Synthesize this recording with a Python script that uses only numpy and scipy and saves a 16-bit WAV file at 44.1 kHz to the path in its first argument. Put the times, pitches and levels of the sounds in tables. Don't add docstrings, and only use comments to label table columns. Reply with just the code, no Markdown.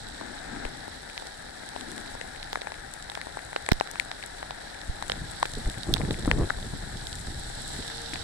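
import sys
import numpy as np
from scipy import signal
from scipy.fft import rfft, irfft, next_fast_len
from scipy.io import wavfile

SR = 44100
rng = np.random.default_rng(int(sys.argv[2]) if len(sys.argv) > 2 else 0)


def wav_record(signal):
    frames = np.transpose(np.atleast_2d(signal))
    bounded = np.clip(frames, -1, 1)
    quanta = np.round(bounded * 32767).astype(np.int16)
    wavfile.write(sys.argv[1], SR, quanta)


def ratio_of_db(decibels):
    return 10 ** (np.asarray(decibels, float) / 20)


N = 362943
T = np.arange(N) / SR

# (loudest at [s], level [dB], swell [s], fade by 10 dB [s])
VEHICLES = [
    (0.3, -45, .2, 0.08),
    (0.53, -38.5, 0.036, 0.21),
    (1.6, -58, 0.2, 1.1),
    (1.9, -43.5, 0.12, 0.18),
]
TRAFFIC_FLOOR_DB = -74.5
# (frequency [Hz], level per Hz [dB])
DRONE = [(120, -14), (190, -10), (245, 1), (295, -1), (370, -8.5), (700, -32.5), (3000, -94)]
# (time [s], frequency [Hz], half length [s], left [dB], right [dB])
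FAR_WHINE = (8.03, 462.5, 0.2, -49, -53)

# (time [s], strength [dB])
WIND = [(0.0, -44), (0.4, -51), (0.6, -42), (0.95, -51.5), (2.4, -49), (4.8, -49.5), (4.9, -46.5),
        (5.2, -41.5), (5.48, -46), (5.58, -40), (5.84, -45.5), (5.92, -31), (5.99, -36), (6.15, -40),
        (6.43, -28.5), (6.47, -39.5), (7.8, -43), (7.92, -45.5), (8.23, -41.5)]
# (time [s], peak [dB])
PUFFS = [(4.999, -52), (5.13, -46), (5.164, -37), (5.214, -29), (5.569, -24), (5.666, -26), (5.774, -33),
         (5.868, -21), (5.89, -24), (5.938, -29), (5.998, -21.5), (6.034, -19), (6.076, -21.5),
         (6.104, -20.5), (6.128, -29), (6.155, -43), (6.184, -22.5), (6.278, -19), (6.299, -21.5),
         (6.329, -31), (6.36, -25.5), (6.382, -22), (6.41, -24), (6.428, -29), (6.643, -26), (6.732, -22.5),
         (6.956, -32.5), (7.14, -48), (7.27, -41), (7.319, -42), (7.573, -35.5), (7.74, -36),
         (7.789, -27.5), (7.87, -39), (8.13, -31)]
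# (frequency [Hz], level per Hz [dB])
HEAVE = [(10, -19), (22, 11.5), (60, 2.5), (140, -1.5), (260, -18.5), (1000, -56), (5000, -110)]
FLUTTER = [(60, -2), (130, 3), (320, -5.5), (600, -20.5), (1200, -38), (2500, -48), (8000, -100)]
CRACKLE = [(100, -13.5), (300, 4.5), (450, -1.5), (800, -12.5), (1300, -18), (3000, -51), (8000, -100)]
GUSTS_FROM_S = 4.81
FLUTTER_DB, FLUTTER_FOLLOWS, WIND_MID_DB = -47.5, 1.48, -40.5
# (time [s], length [s], left [full scale], right [full scale])
PUSHES = [(0.649, 0.021, -0.058, -0.041), (3.7176, 0.0051, 0.32, -0.12), (3.7205, 0.0027, -0.23, 1),
          (3.7195, 0.0029, 0.24, -0.087), (3.726, 0.035, -0.0085, -0.072), (4.89, 0.011, -.11, -0.044),
          (4.895, 0.0076, 0.015, -0.15), (5.575, 0.0035, -0.088, -0.083), (5.659, 0.018, -0.1, -0.095),
          (5.677, 0.0044, 0.049, 0.074), (5.897, 0.0027, 0.041, 0.039), (6.276, 0.0026, 0.29, 0.22),
          (6.396, 0.0056, 0.12, 0.14), (6.414, 0.0061, -0.12, -0.083)]

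# (time [s], frequency [Hz], half length [s], left [dB], right [dB])
BUBBLES = [
    (2.2132, 2650, 0.00056, -24, -40),
    (2.557, 1250, 0.00071, -23, -28),
    (2.671, 2100, 0.00053, -27, -40),
    (3.562, 2930, 0.00034, -22, -30),
    (3.8103, 2700, 0.00044, -19, -30),
    (3.9988, 3620, .0003, -19, -40),
    (5.0985, 3200, 0.00055, -36, -18),
    (5.43, 1060, 0.001, -13, -17),
    (5.4292, 3300, 0.00057, -18, -22),
    (6.2785, 1090, 0.00068, -20, -25),
]
# (time [s], frequency [Hz], half length [s], left [dB], right [dB])
PLOP = (6.5052, 1550, .00055, -6.5, -18)

# (time [s], left [dB], right [dB])
THUDS = [(2.213, -32, -26), (2.5308, -26, -22.5), (2.617, -25, -23.5), (3.5619, -17, -21),
         (3.689, -20, -18), (3.717, -33, -19), (5.0985, -20, -17.5), (5.1196, -20.5, -17),
         (5.4555, -22, -20), (0.6524, -22, -24), (6.3138, -40, -15.5)]
# (frequency [Hz], level [dB])
ROCK = [(150, -22), (330, -8.5), (490, 1), (700, -6), (1150, -16), (1700, -27), (4000, -70)]
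ROCK_TURN = 2.4

# (time [s], drumming on the shell [dB], spray [dB], spray's lean to the left port [dB])
RAIN = [(0.0, -45.5, -50.5, 0.5), (0.45, -42.5, -51.5, 2), (0.55, -39, -50.5, 1.5), (0.72, -43.5, -52, 0),
        (0.98, -45.5, -51.5, -0.5), (1.49, -45.5, -52.5, 0.5), (1.92, -43, -51, 0.5), (2.86, -45, -53.5, 2),
        (3.83, -44.5, -52.5, 0.5), (4.9, -44.5, -52, 0.5), (5.4, -44.5, -49, 1), (5.75, -44, -49.5, 1.2),
        (6.0, -45, -49, 1), (6.6, -45, -49.5, 1), (7.1, -45.5, -49, 2), (7.4, -45, -48, 1),
        (7.68, -44, -45.5, -0.5), (7.98, -43, -46, -4.5), (8.23, -44, -46.5, -3.5)]
# (frequency [Hz], level per Hz [dB])
LEFT_PORT = [(2400, -3.1), (2900, -9.3), (4000, -9.9), (4900, -15.7), (5700, -10.6), (6500, -12.6),
             (7700, -3.6), (8800, -5.5), (10000, -8.2), (11300, -17.7), (12100, -21.8), (12600, -28.0),
             (14800, -27.3), (15900, -35.5)]
RIGHT_PORT = [(2400, -14.6), (3200, -4.0), (3900, 2.8), (4900, -5.4), (5500, -5.7), (6500, -17.7),
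              (7700, -19.7), (8500, -48.9), (9500, -32.0), (10700, -38.5), (11900, -30.4), (12900, -38.9),
              (14000, -33.1), (15700, -56.9)]
WHISTLE_HZ, WHISTLE_WIDTH_HZ = 7700, 790
BEAD_UNTIL_S, BEAD_LOW_HZ, BEAD_HIGH_HZ, BEAD_SHARE = 0.65, 9500, 12300, 0.76

# (time [s], level [dB])
LEFT_SPITS = [(1.9167, -23), (2.213, -31), (2.9376, -19.5), (3.3716, -31), (3.561, -31), (3.689, -12.5),
              (3.9132, -17), (3.999, -13), (4.2615, -21), (5.46, -25), (5.518, -23), (5.676, -25),
              (5.947, -27), (6.2683, -25), (7.155, -21.5), (7.679, -20), (.087, -30), (1.198, -32),
              (1.662, -26), (1.9632, -25), (2.7973, -32), (3.1173, -30), (3.2149, -30), (3.4507, -27),
              (3.6235, -28), (5.0812, -24), (5.3121, -23), (5.4, -26), (5.4287, -23), (5.584, -25),
              (5.7337, -28), (5.927, -26), (7.397, -23), (7.552, -24), (7.6194, -24),
              (2.276, -30), (2.429, -32), (2.671, -35), (3.151, -30), (4.05, -29), (5.125, -27),
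              (5.317, -24), (5.361, -30), (5.411, -29), (5.485, -30), (5.496, -28), (5.718, -31),
              (5.783, -28), (5.874, -29), (5.969, -28), (6.194, -23), (6.261, -27), (6.389, -26),
              (7.268, -27), (7.402, -36), (7.5, -29), (7.692, -23), (7.786, -33), (7.971, -25),
              (8.017, -25)]
# (time [s], level [dB], brightness above the port's ring [dB per octave])
RIGHT_SPITS = [(1.178, -18.5, 0), (1.2216, -29, -2), (2.4292, -20.5, -6), (2.5306, -16, 0),
               (2.5566, -22, -2), (2.6185, -23, -5), (3.099, -20.5, -7), (3.152, -18, 1),
               (3.2145, -24.5, -8), (3.5633, -17.5, -5), (3.717, -19, -5), (3.7182, -11, 0),
               (3.718, -12, 3), (3.7201, -8, -2), (3.72, -9, 3), (3.7203, -15, 10), (3.7238, -27, 5),
               (3.732, -28, 0), (3.7324, -14, 9), (3.8, -12, 1), (4.115, -18, -6), (4.238, -24, -7),
               (4.508, -22.5, -5), (4.815, -24, -7), (5.119, -10.5, -4), (5.4558, -21, 0), (5.939, 1, 3),
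               (5.9401, -3, -3), (5.9807, -22, -7), (6.109, -18.5, 2), (6.225, -27, -5), (6.2493, -23, -2),
               (6.457, -30, -3), (0.086, -28, 3), (.101, -30, -4), (.384, -28, -4), (.39, -29, -4),
               (1.199, -29, -3), (1.917, -29, 1), (2.077, -27, -4), (2.444, -28, -5), (2.526, -29, -5),
               (2.613, -23, -8), (3.874, -28, 5), (4.382, -36, 8), (4.428, -31, 3), (5.651, -30, -3),
               (6.189, -26, -1), (6.261, -30, -5), (6.501, -21, -9), (6.628, -24.5, -5), (7.012, -28, -3),
               (7.1545, -28, 4), (7.68, -28, 7), (7.692, -32, 7), (7.764, -29, 7), (8.064, -29, -8),
               (8.111, -27, -8), (8.142, -19, -6), (5.734, -34, 5)]
# (time [s], left [dB], right [dB])
SHARED_SPITS = [(1.2702, -27.5, -22), (1.6897, -24, -25), (1.81, -25, -23), (1.9794, -27, -25),
                (2.7198, -40, -26.5), (3.025, -26, -26), (3.663, -24, -24), (3.8102, -23, -27),
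                (5.0252, -25, -23), (5.0974, -26, -16), (5.4287, -20, -14), (5.5363, -21, -23),
                (5.5524, -29, -22), (5.699, -21, -20.5), (5.8333, -26, -15.5), (5.963, -28, -31),
                (6.9714, -27, -26), (7.07, -26, -16.5), (7.1289, -28, -17.5), (7.879, -27, -20),
                (8.1379, -20, -23)]
# (frequency [Hz], level [dB])
WET_PORT = [(2300, -26), (3000, -9), (3800, 1.5), (4500, -7.5), (5400, -8), (6500, -18), (7600, -20.5),
            (9000, -31), (11000, -33), (16000, -30)]
MIST_LEFT_DB, MIST_RIGHT_DB = -35.5, -38
SHARED_SHINE_DB, MIST_SHINE_DB = -4.5, 0

# (time [s], centre of its ring [Hz], left [dB], right [dB])
SMACKS = [(0.6518, 1790, -16.5, -33), (1.1777, 2070, -19.5, -26), (1.7624, 970, -16.5, -30),
          (2.213, 2000, -16, -43), (2.5303, 980, -14.5, -25), (2.5571, 960, -11, -14.5),
          (3.1533, 1900, -20, -19), (3.5624, 1190, -13, -11.5), (3.689, 1340, -5, -22),
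          (3.7182, 1040, -8, -4.5), (3.7158, 1500, -24, -13), (3.8, 1520, -34, -18),
          (3.8101, 890, -2.5, -16), (3.9983, 2450, -4, -44), (4.227, 2380, -21, -53),
          (5.0246, 1070, -15, -25), (5.0983, 1305, -15, -14), (5.1194, 1450, -13.5, -14),
          (5.429, 1100, -3, -9), (5.4552, 1450, -14.5, -16), (5.94, 2320, -40, -27),
          (5.9402, 1490, -40, -14.5), (5.9685, 1230, -13.5, -30), (6.0075, 715, -17.5, -40),
          (6.0156, 1410, -18, -38), (6.1086, 1540, -16, -22), (6.2573, 870, -17, -26),
          (6.277, 696, -17, -29), (6.3139, 2010, 1.5, -10.5), (8.158, 1260, -16, -31)]
# (time [s], centre of its ring [Hz], left [dB])
TAPS = [(0.2119, 820, -21), (0.88, 774, -22.5), (1.0992, 1550, -23.5), (1.8097, 1210, -24),
        (1.9794, 1050, -22), (2.152, 725, -21.5), (2.429, 2060, -27), (2.5728, 720, -21),
        (2.617, 1600, -22), (2.6717, 890, -15.5), (2.72, 970, -20), (3.099, 1080, -21.5),
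        (3.118, 1120, -23), (3.1746, 870, -17), (3.2149, 1900, -19.5), (3.27, 750, -19.5),
        (3.3716, 820, -17.5), (3.3912, 990, -21.5), (3.5306, 950, -18), (3.664, 2110, -24),
        (3.9573, 1110, -18.5), (4.115, 1180, -17), (4.4287, 910, -16), (4.508, 1020, -18),
        (5.4595, 850, -28), (5.963, 1160, -17.5), (6.05, 1030, -20), (6.143, 2300, -23), (6.5, 890, -14.5),
        (6.5046, 600, -18.5)]
TAP_FAR_LOSS_DB = 7.5
# (time [s], centre of its ring [Hz], left [dB], right [dB])
KNOCKS = [(.665, 1200, -23, -34), (1.171, 800, -25.5, -33), (1.223, 750, -25, -26.5),
          (1.255, 750, -42, -31), (2.061, 1600, -29, -38), (2.361, 2200, -28, -40), (2.681, 750, -29, -38),
          (2.742, 1400, -26, -37), (3.696, 750, -31, -38), (3.874, 1900, -30, -23), (3.936, 900, -29, -31),
          (4.2385, 1300, -26, -26), (4.384, 1600, -43, -36), (4.746, 1600, -32, -37),
          (4.8167, 1700, -30, -33), (5.067, 1600, -30, -36), (5.334, 2200, -33, -35),
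          (5.659, 1400, -28, -33), (5.743, 1700, -28, -35), (5.782, 2100, -28, -40),
          (6.175, 1000, -30, -35), (6.25, 1700, -28, -31), (6.291, 750, -22, -32), (6.375, 750, -21, -34),
          (6.41, 750, -20, -30), (6.434, 1600, -35, -36), (6.444, 750, -23, -34), (6.474, 750, -25, -33),
          (6.587, 750, -23.5, -29), (6.737, 750, -26, -43), (7.703, 750, -28.5, -34),
          (7.764, 1600, -27, -35), (7.825, 2000, -27, -38), (7.847, 1600, -33, -38),
          (7.901, 1150, -24, -33), (8.135, 1760, -17.5, -33), (6.314, 1900, -24, -32)]
# (frequency [Hz], left [dB], right [dB], right leads [radians])
BLOW = [(198, -17, -16, 2.5), (475, -7.5, -4, 2.5), (820, 1.5, -3, 2), (1120, -6, -10, 1.65),
        (1450, -14.5, 0, 1.17), (1800, -2, -8, 0.56), (2300, -4.5, -13, 2.0), (2830, -13.5, -19, 2.5),
        (3280, -16.5, -17, 1.5), (6000, -31, -44, 2), (16000, -77, -75, 4)]
# (frequency [Hz], left per Hz [dB], right per Hz [dB])
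SHELL = [(150, 4, 0), (300, 4, -5), (450, 3.5, -7), (620, 5, -2), (800, 9.5, 5), (950, 2.5, 0),
         (1130, -4, -8), (1400, 4.5, -3), (1680, 9.5, -2), (2000, 3.5, -10), (2400, -3.5, -17),
         (2900, -10, -22)]
# (frequency [Hz], likeness [0-1], right leads [radians])
COUPLING = [ (60, .8, 0), (250, .4, .8), (430, .7, 2.2), (800, .93, 1.8), (1050, .7, 1.8), (1200, .3, .7),
            (1350, .5, -.1), (1800, .68, -.1), (2150, .25, 1.5)]


def rms_one(x):
    return x / np.sqrt(np.mean(x ** 2, axis=-1, keepdims=True) + 1e-20)


def in_time(rows):
    s, *columns = np.transpose(rows)
    return [np.interp(T, s, column) for column in columns]


def at_hz(points, hz, axis=1):
    points = np.array(points)
    return np.interp(np.log(hz + 1e-9), np.log(points[:, 0]), points[:, axis])


def causal(db, size):
    cepstrum = irfft(np.log(ratio_of_db(db)), size)
    cepstrum[..., 1:size // 2] *= 2
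    cepstrum[..., size // 2 + 1:] = 0
    return np.exp(rfft(cepstrum, size))


def skirts(hz, low_hz, high_hz):
    return -10 * np.log10((1 + (low_hz / (hz + 1)) ** 8) * (1 + (hz / high_hz) ** 12))


def coloured(x, points, low_hz=5, high_hz=19000):
    hz = np.fft.rfftfreq(8192, 1 / SR)
    response = irfft(causal(at_hz(points, hz) + skirts(hz, low_hz, high_hz), size=8192))
    return rms_one(signal.oaconvolve(x, response)[:N])


def drift(rate):
    r = np.exp(-40 * np.pi * rate / SR)
    noise = rng.standard_normal(N // 20 + 3002)
    slow = signal.lfilter([1], [1, -2 * r, r * r], noise)[3000:]
    return np.interp(np.arange(N) / 20, np.arange(len(slow)), rms_one(slow))


def patter(per_s, spread_db, share, patchy_db):
    sizes = ratio_of_db(spread_db * np.minimum(rng.exponential(1, N), 4)) * rng.choice([-1, 1], N)
    hits = sizes * (rng.random(N) < per_s * ratio_of_db(4 * drift(12)) / SR)
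    share = np.clip(share, 0, 1)
    far = rng.standard_normal(N) * ratio_of_db(patchy_db * drift(17.3))
    return np.sqrt(share) * rms_one(hits) + np.sqrt(1 - share) * rms_one(far)


def splashes(count, burst_s, sharp):
    t = np.arange(1024) / SR
    splash = (rng.standard_normal((count, 1024)) + sharp * (t == 0)) * np.exp(-t / burst_s)
    return rfft(np.roll(splash, 64, axis=1))


def laid_out(spectra, s, level_db):
    fade = np.minimum(1, np.linspace(3, 0, 1024) ** 2)
    shapes = irfft(spectra, 1024) * fade
    shapes = shapes / np.abs(shapes).max(axis=1, keepdims=True) * ratio_of_db(level_db)[:, None]
    out = np.zeros(N + 1024)
    places = (s[:, None] * SR).astype(int) - 64 + np.arange(1024)
    np.add.at(out, places, shapes)
    return out[:N]


def soft_tones(rows):
    out = np.zeros((2, N))
    for s, hz, half_s, left_db, right_db in rows:
        swell = np.exp(-0.5 * ((T - s) / half_s) ** 2)
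        out += np.sin(2 * np.pi * hz * (T - s)) * swell * ratio_of_db([[left_db], [right_db]])
    return out


def traffic():
    gain = ratio_of_db(TRAFFIC_FLOOR_DB)
    for s, db, swell_s, fade_s in VEHICLES:
        gain = gain + ratio_of_db(db - 10 * np.maximum((s - T) / swell_s, (T - s) / fade_s))
    drone = [coloured(rng.standard_normal(N) * ratio_of_db(1.9 * drift(4.2)), DRONE) for port in range(2)]
    ports = np.array([drone[0], 0.19 * drone[0] + 0.14 * drone[1]])
    return (1 - gusting()) * ratio_of_db(3.0) * gain * ports


def gusting():
    return np.clip((T - GUSTS_FROM_S) * 50, 0, 1)


def puffs(rise_s, fall_s):
    marks = np.zeros(N)
    marks[[int(s * SR) for s, db in PUFFS]] = ratio_of_db(np.array(PUFFS)[:, 1] - 5.0)
    age = np.arange(4000) / SR
    return signal.oaconvolve(marks, (1 - np.exp(-age / rise_s)) * np.exp(-age / fall_s))[:N]


def wind():
    heave_db, = in_time(WIND)
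    flutter_db = FLUTTER_DB + FLUTTER_FOLLOWS * (heave_db - WIND_MID_DB)
    eddy_db = 20 * np.log10(ratio_of_db(flutter_db) + np.abs(puffs(rise_s=0.0027, fall_s=0.013)))
    lumps = [patter(per_s=140, spread_db=3.5, share=0.35, patchy_db=2.5) for lump in range(3)]
    heave, flutter, crackle = [[coloured(x, points) for x in lumps] for points in (HEAVE, FLUTTER, CRACKLE)]
    heave = ratio_of_db(heave_db - 1.5) * (heave[0] + 0.46 * np.array(heave[1:]))
    flutter = ratio_of_db(eddy_db + 1.5) * (flutter[0] + 0.5 * np.array(flutter[1:]))
    crackle = ratio_of_db(2.0 * (eddy_db + 28.0) - 34.5) * (crackle[0] + 0.5 * np.array(crackle[1:]))
    return heave + gusting() * (flutter + crackle)


def pushes():
    out = np.zeros((2, N))
    for s, length_s, left, right in PUSHES:
        bump = np.hanning(max(int(length_s * SR), 3))
        start = int(s * SR)
        out[:, start:start + len(bump)] += bump * [[left], [right]]
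    return signal.lfilter(*signal.butter(1, 9.0, "high", fs=SR), out)


def spray(shell_db, left_db, right_db):
    falling = patter(per_s=420, spread_db=4.5, share=0.27, patchy_db=1.0)
    low = ratio_of_db(shell_db - 10.0) * coloured(falling, LEFT_PORT, low_hz=2700, high_hz=5100)
    high = coloured(falling, LEFT_PORT, low_hz=5070)
    bead = signal.butter(1, [BEAD_LOW_HZ, BEAD_HIGH_HZ], "band", fs=SR, output="sos")
    high = high - BEAD_SHARE * (T < BEAD_UNTIL_S) * signal.sosfilt(bead, high)
    whistle = signal.iirpeak(WHISTLE_HZ, WHISTLE_HZ / WHISTLE_WIDTH_HZ, fs=SR)
    sung = rms_one(signal.lfilter(*whistle, high))
    left = low + ratio_of_db(left_db + 2.0) * (high + ratio_of_db(3.3 * (left_db + 48.5) - 13) * sung)
    falling_right = patter(per_s=380, spread_db=4.0, share=0.21, patchy_db=0.74)
    right = ratio_of_db(right_db + 6) * coloured(falling_right, RIGHT_PORT, low_hz=2860)
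    top_cut = signal.cheby2(10, 50, 16450, fs=SR, output="sos")
    return signal.sosfilt(top_cut, np.array([left, right]))


def bubbles():
    return soft_tones(BUBBLES + [PLOP])


def thuds():
    s, left_db, right_db = np.transpose(THUDS)
    hz = np.fft.rfftfreq(1024, 1 / SR)
    rock = splashes(len(s), burst_s=0.0003, sharp=9.0) * causal(at_hz(ROCK, hz), size=1024)
    return np.array([laid_out(rock, s, left_db), laid_out(rock * np.exp(1j * ROCK_TURN), s, right_db)])


def shell_drops():
    taps = [(s, hz, db, db - TAP_FAR_LOSS_DB) for s, hz, db in TAPS]
    return np.array(SMACKS + taps + KNOCKS)


def port_spits():
    hz = np.fft.rfftfreq(1024, 1 / SR)
    drop_s = shell_drops()[:, 0]

    left_rows = [(s, db) for s, db, _ in SHARED_SPITS] + [(s, MIST_LEFT_DB) for s in drop_s]
    left_s, left_db = np.transpose(left_rows)
    pipe = causal(1.24 * at_hz(LEFT_PORT, hz) + np.maximum(skirts(hz, 3400, 22000), -40), size=1024)
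    left = laid_out(splashes(len(left_s), burst_s=0.00085, sharp=1.47) * pipe, left_s, left_db)

    lone_s, lone_db = np.transpose(LEFT_SPITS)
    pipe = causal(1.2 * at_hz(LEFT_PORT, hz) + np.maximum(skirts(hz, 4700, 22000), -35), size=1024)
    left = left + laid_out(splashes(len(lone_s), burst_s=0.00067, sharp=2.2) * pipe, lone_s, lone_db)

    shared = [(s, db, SHARED_SHINE_DB) for s, _, db in SHARED_SPITS]
    mist = [(s, MIST_RIGHT_DB, MIST_SHINE_DB) for s in drop_s]
    right_s, right_db, shine_db = np.transpose(RIGHT_SPITS + shared + mist)
    bright_db = shine_db[:, None] * np.log2(np.maximum(hz / 4300, 1))
    pipe = causal(at_hz(WET_PORT, hz) + bright_db + skirts(hz, 1970, 25000), size=1024)
    right = laid_out(splashes(len(right_s), burst_s=0.00023, sharp=4.9) * pipe, right_s, right_db)
    return np.array([left, right])


def big_drops():
    s, ring_hz, left_db, right_db = shell_drops().T
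    hz = np.fft.rfftfreq(1024, 1 / SR)
    octave = np.clip(np.log2((hz + 1) / 1200), -1.6, 1.12)
    tilt_db = 14.2 * np.log2(ring_hz[:, None] / 1150) * octave
    contact = splashes(len(s), burst_s=0.0005, sharp=4.0)
    near = contact * causal(at_hz(BLOW, hz) + tilt_db, size=1024)
    crossing = ratio_of_db(at_hz(BLOW, hz, axis=2) - at_hz(BLOW, hz)) * np.exp(1j * at_hz(BLOW, hz, axis=3))
    return np.array([laid_out(near, s, left_db), laid_out(near * crossing, s, right_db)])


def drumming(level_db):
    shared = patter(per_s=260, spread_db=4.0, share=0.17, patchy_db=0.85)
    own = patter(per_s=180, spread_db=2.0, share=0.041, patchy_db=1.5)
    size = next_fast_len(N + 4096)
    hz = np.fft.rfftfreq(size, 1 / SR)
    left = rfft(coloured(shared, SHELL, low_hz=140, high_hz=2360), size)
    apart = rfft(coloured(own, SHELL, low_hz=140, high_hz=2450), size)
    alike = np.clip(at_hz(COUPLING, hz), 0, 1)
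    turn = np.exp(1j * at_hz(COUPLING, hz, axis=2))
    right = alike * left * turn + np.sqrt(1 - alike ** 2) * apart
    right = right * ratio_of_db(at_hz(SHELL, hz, axis=2) - at_hz(SHELL, hz))
    return ratio_of_db(level_db + 3.5) * irfft(np.array([left, right]), size)[:, :N]


def scene():
    shell_db, spray_db, lean_db = in_time(RAIN)
    street = traffic() + soft_tones([FAR_WHINE])
    buffeting = wind() + pushes()
    hiss = spray(shell_db, spray_db + lean_db / 2, spray_db - lean_db / 2)
    drops = bubbles() + thuds() + port_spits() + big_drops()
    return street + buffeting + hiss + drops + drumming(shell_db)


def band_limit(x):
    return signal.sosfilt(signal.butter(12, 17030, fs=SR, output="sos"), x)


def record(dry):
    rounded = 0.8 * np.tanh(dry / 0.8)
    top_cut = signal.cheby2(12, 60, 17100, fs=SR, output="sos")
    mix = signal.sosfilt(top_cut, rounded)
    return band_limit(mix)


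dry = scene()
out = record(dry)
wav_record(out)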